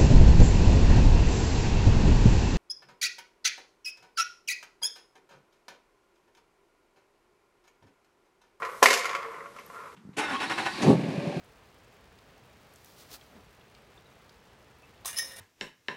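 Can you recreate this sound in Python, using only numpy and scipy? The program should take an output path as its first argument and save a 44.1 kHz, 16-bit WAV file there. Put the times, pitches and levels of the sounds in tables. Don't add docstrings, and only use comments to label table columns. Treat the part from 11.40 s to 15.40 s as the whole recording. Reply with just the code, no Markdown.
import sys
import numpy as np
from scipy import signal
from scipy.fft import rfft, irfft
from scipy.io import wavfile

SR = 44100
rng = np.random.default_rng(int(sys.argv[2]) if len(sys.argv) > 2 else 0)


def generate_wav(signal):
    frames = np.transpose(np.atleast_2d(signal))
    scaled = np.clip(frames, -1, 1) * 32767
    pcm = np.round(scaled).astype(np.int16)
    wavfile.write(sys.argv[1], SR, pcm)


N = 176400
TIME = np.arange(N) / SR
CUTOFF_HZ = 15850
LINK_SHIMMER, CAGE_SHIMMER = .45, .33
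# f/Hz, level/dB
RUSTLE = [(200, -1), (600, 2), (1600, -3), (2600, -2.5), (4500, 3.5), (7000, -2), (10000, -5),
          (15000, -3.5)]


def chain_clang():
    # t/s, then level/dB of bright ring, low note, crash and crack
    clangs = [(3.7613, -45, -48, -51, -55), (3.768, -34, -47, -41, -42), (3.7745, -32, -43, -34, -37),
              (3.786, -28, -42, -32, -23.5), (3.792, -32.5, -34.5, -40, -44), (3.809, -47, -43.5, -43, -50),
              (3.821, -44.5, -56, -53, -53), (3.847, -45.5, -66, -58, -58)]
    # f/Hz, level/dB, t60/s
    link_modes = [(2283, -23, .22), (3017, -21, .17), (3763, -25, .3), (5066, -14, .12), (5146, -3, .17),
                  (5221, -6.5, .18), (5330, -16, .16), (5511, -10, .24), (5621, -21, .17), (5839, -22, .2),
                  (6260, -6.5, .1), (9710, -17, .08), (9870, -9, .08), (9954, -5.5, .1), (10090, -17, .08),
                  (11063, -22, .14), (15700, -17, .07)]
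    # f/Hz, level/dB, t60/s
    low_modes = [(1848, 0, .15), (1880, -7, .11), (1993, -17, .25)]
    # f/Hz, level/dB
    crack_colour = [(3000, -2), (5500, -15), (8000, -16), (9900, 7), (11000, 0), (13500, -4), (15600, -1)]
    # f/Hz, level/dB
    crash_colour = [(400, -20), (1200, -1.5), (2200, -7), (3600, 7), (4500, 2.5), (5600, 9), (7000, 4),
                    (8300, 2), (9900, 4), (11500, 2), (14000, -9), (15700, 4)]
    t, ring_db, low_db, crash_db, crack_db = np.transpose(clangs)
    bright = ringing(t, ring_db, link_modes, LINK_SHIMMER)
    low = ringing(t, low_db, low_modes, CAGE_SHIMMER)
    crack = struck(t, crack_db, t60=.0087, wood_db=-26) * noise(crack_colour)
    crash = struck(t, crash_db, t60=.087) * noise(crash_colour, ripple_db=5.5)
    return bright + low + crack + crash


def disc_slap():
    # t/s, then level/dB of link hiss and plastic knock
    slaps = [(3.648, -50, -39), (3.656, -40, -37), (3.657, -33, -49), (3.663, -40, -60), (3.673, -45, -47),
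             (3.676, -36, -41.5), (3.686, -49, -45), (3.7034, -41.5, -45.5), (3.716, -52, -50)]
    # f/Hz, level/dB, t60/s
    muffled_modes = [(1850, -18, .35), (2283, -22, .15), (2455, -22, .3), (4963, -21, .3), (5315, -18, .2),
                     (6272, -14, .25), (6400, -20, .1), (9750, -16, .18)]
    # f/Hz, level/dB
    link_colour = [(500, -19), (1100, -3), (2200, -3.5), (4500, -8), (6200, 7), (7400, -2), (8600, 8.5),
                   (10000, 4), (13000, 0), (15500, -1)]
    # f/Hz, level/dB
    knock_colour = [(400, -18), (600, -6), (1100, 2.5), (1900, -22), (3900, -2.5), (6000, -28),
                    (15000, -24)]
    t, links_db, knock_db = np.transpose(slaps)
    grain = patter(per_s=4000, spread_db=2, t60=.006)
    rings = ringing(t, links_db, muffled_modes, LINK_SHIMMER)
    hiss = struck(t, links_db, t60=.11) * grain * noise(link_colour)
    knock = struck(t, knock_db, t60=.042) * noise(knock_colour)
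    return hiss + rings + knock


def chain_jingle():
    # t/s, level/dB
    swing = [(3.64, -95), (3.67, -43.5), (3.75, -48), (3.83, -44.5), (3.89, -52), (3.95, -51.5),
             (3.985, -47.5), (4.0, -50)]
    # f/Hz, level/dB
    jingle_colour = [(200, -32), (520, 3.5), (800, -5.5), (1300, 0.5), (1900, 2.5), (2800, -3), (3700, 4.5),
                     (4600, -6), (5400, -4), (6300, 0.5), (7700, -8), (9400, 2.5), (12000, -6.5),
                     (15500, -9)]
    level = from_db(np.interp(TIME, *np.transpose(swing)))
    touches = patter(per_s=500, spread_db=2, t60=.04)
    return level * touches * noise(jingle_colour, ripple_db=6)


def cage_ring(start_s=3.79, rise_s=.06):
    # f/Hz, level/dB, t60/s
    cage_modes = [(538, -57, 2.5), (991, -61, 2.0), (1470, -62, 2.0), (1850, -52, 2.5), (1992, -58, 2.5),
                  (3575, -64, 2.0), (3745, -60, 1.8), (4005, -63, 2.0), (5216, -48, .7), (5329, -57, 1.0),
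                  (5512, -55, .9), (6170, -60, .9), (6264, -60, .9)]
    age = np.maximum(TIME - start_s, 0)
    ring = sum(from_db(db - 60 * age / t60) * partial(hz, CAGE_SHIMMER) for hz, db, t60 in cage_modes)
    return ring * (1 - np.exp(-age / rise_s))


def throw():
    # t/s, half length/s, level/dB
    swishes = [(1.495, 0.023, -65), (1.607, 0.023, -55), (1.63, 0.23, -63.5), (1.730, 0.018, -47.5),
               (1.749, 0.014, -48.5)]
    # t/s, half length/s, level/dB
    thuds = [(1.929, .007, -55), (1.963, .007, -52), (1.995, .018, -56)]
    # f/Hz, level/dB
    ground_colour = [(60, -11), (120, -7), (240, 2), (340, -12), (750, -11), (2000, -29), (8000, -44)]
    sleeves = swells(swishes) * patter(per_s=6000, spread_db=1.5, t60=.0061) * noise(RUSTLE)
    foot = swells(thuds) * noise(ground_colour)
    return sleeves + foot


def leaves(crackle_db=-74.5):
    # t/s, level/dB, centre f/Hz, width/Hz, t60/s
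    snaps = [(.045, -59, 9000, 9000, .02), (.445, -60, 6000, 6000, .02), (.788, -56, 4200, 1800, .025),
             (1.338, -53, 9000, 10000, .01), (1.359, -49.5, 6800, 5000, .016),
             (1.446, -46.5, 14000, 12000, .009), (1.4465, -51, 5000, 3000, .012),
             (1.459, -52, 5800, 6000, .012), (1.812, -53, 3200, 1100, .03), (2.211, -59, 3400, 600, .04),
             (2.349, -51, 3800, 2000, .022), (2.894, -53.5, 4700, 1800, .022),
             (3.385, -61, 10000, 9000, .015), (3.577, -58, 3800, 1200, .03)]
    out = from_db(crackle_db) * patter(per_s=95, spread_db=-2, t60=.016) * noise(RUSTLE)
    for t, db, hz, width, t60 in snaps:
        crack = noise([(hz / 4, -20), (hz, 0), (hz + width, -10), (hz + 3 * width, -26)])
        out += struck([t], [db], t60, wood_db=-22) * crack
    return out


def brook():
    # t/s, level/dB, f/Hz, t60/s
    plinks = [(2.577, -57, 3600, .06), (2.657, -60, 3850, .05), (3.432, -55, 2620, .13)]
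    return sum(struck([t], [db], t60) * partial(hz, shimmer=.45) for t, db, hz, t60 in plinks)


def air(level_db=-58, flicker_db=.5):
    # f/Hz, level/dB
    air_colour = [(15, -37), (25, -37), (38, -5.5), (53, 2), (123, 0), (185, -3), (326, -7.5), (427, -2),
                  (531, -6), (575, -5.5), (1100, -9), (2550, -13.5), (7310, -27), (14800, -36.5),
                  (16000, -29)]
    return from_db(level_db + flicker_db * drift(rate_hz=12)) * noise(air_colour)


def from_db(db):
    return 10 ** (np.asarray(db) / 20)


def rms_one(x):
    return x / np.sqrt(np.mean(x ** 2) + 1e-20)


def drift(rate_hz):
    pole = np.exp(-2 * np.pi * rate_hz * 40 / SR)
    white = rng.standard_normal(N // 40 + 2002)
    slow = signal.lfilter([1], [1, -2 * pole, pole * pole], white)[2000:]
    return np.interp(np.arange(N) / 40, np.arange(len(slow)), rms_one(slow))


def noise(colour, ripple_db=0, ripple_hz=29.53):
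    hz, db = np.transpose(colour)
    f = np.arange(1, N // 2 + 2) * SR / N
    ripple = np.interp(f / ripple_hz, np.arange(N), rng.standard_normal(N))
    gain = from_db(np.interp(np.log(f), np.log(hz), db) + ripple_db * ripple)
    band = np.minimum(f / hz[0], 1) ** 2 * (f < CUTOFF_HZ)
    return rms_one(irfft(rfft(rng.standard_normal(N)) * gain * band, N))


def dying(power, t60):
    return signal.lfilter([1], [1, -from_db(-60 / (t60 * SR)) ** 2], power + 1e-24)


def struck(times, db, t60, wood_db=-25.5, wood_t60=.62, attack_s=.00017):
    blows = np.bincount((np.asarray(times) * SR).astype(int), from_db(db) ** 2, N)[:N]
    power = dying(blows, t60) + from_db(wood_db) ** 2 * dying(blows, wood_t60)
    pole = np.exp(-1 / (attack_s * SR))
    return np.sqrt(signal.lfilter([1 - pole], [1, -pole], power))


def patter(per_s, spread_db, t60):
    sizes = from_db(spread_db * np.minimum(rng.exponential(1, N), 4))
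    contacts = rng.random(N) < per_s / SR
    return rms_one(np.sqrt(dying(contacts * sizes ** 2, t60)))


def partial(hz, shimmer, beat_hz=35):
    phase = 2 * np.pi * (hz * TIME + rng.random())
    twins = drift(beat_hz) * np.sin(phase) + drift(beat_hz) * np.cos(phase)
    return rms_one(np.sin(phase) + shimmer * twins)


def ringing(times, blow_db, modes, shimmer):
    return sum(struck(times, blow_db + db, t60) * partial(hz, shimmer) for hz, db, t60 in modes)


def swells(rows):
    bells = (from_db(db) * np.exp(-.5 * ((TIME - t) / half) ** 2) for t, half, db in rows)
    return np.sqrt(sum(bell ** 2 for bell in bells))


def scene():
    wood = air() + brook()
    thrower = leaves() + throw()
    basket = disc_slap() + chain_clang() + chain_jingle() + cage_ring()
    return (wood + thrower + basket)[None]


def record(dry):
    return signal.sosfilt(signal.ellip(12, .1, 80, CUTOFF_HZ, fs=SR, output="sos"), dry)


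dry = scene()
out = record(dry)
generate_wav(out)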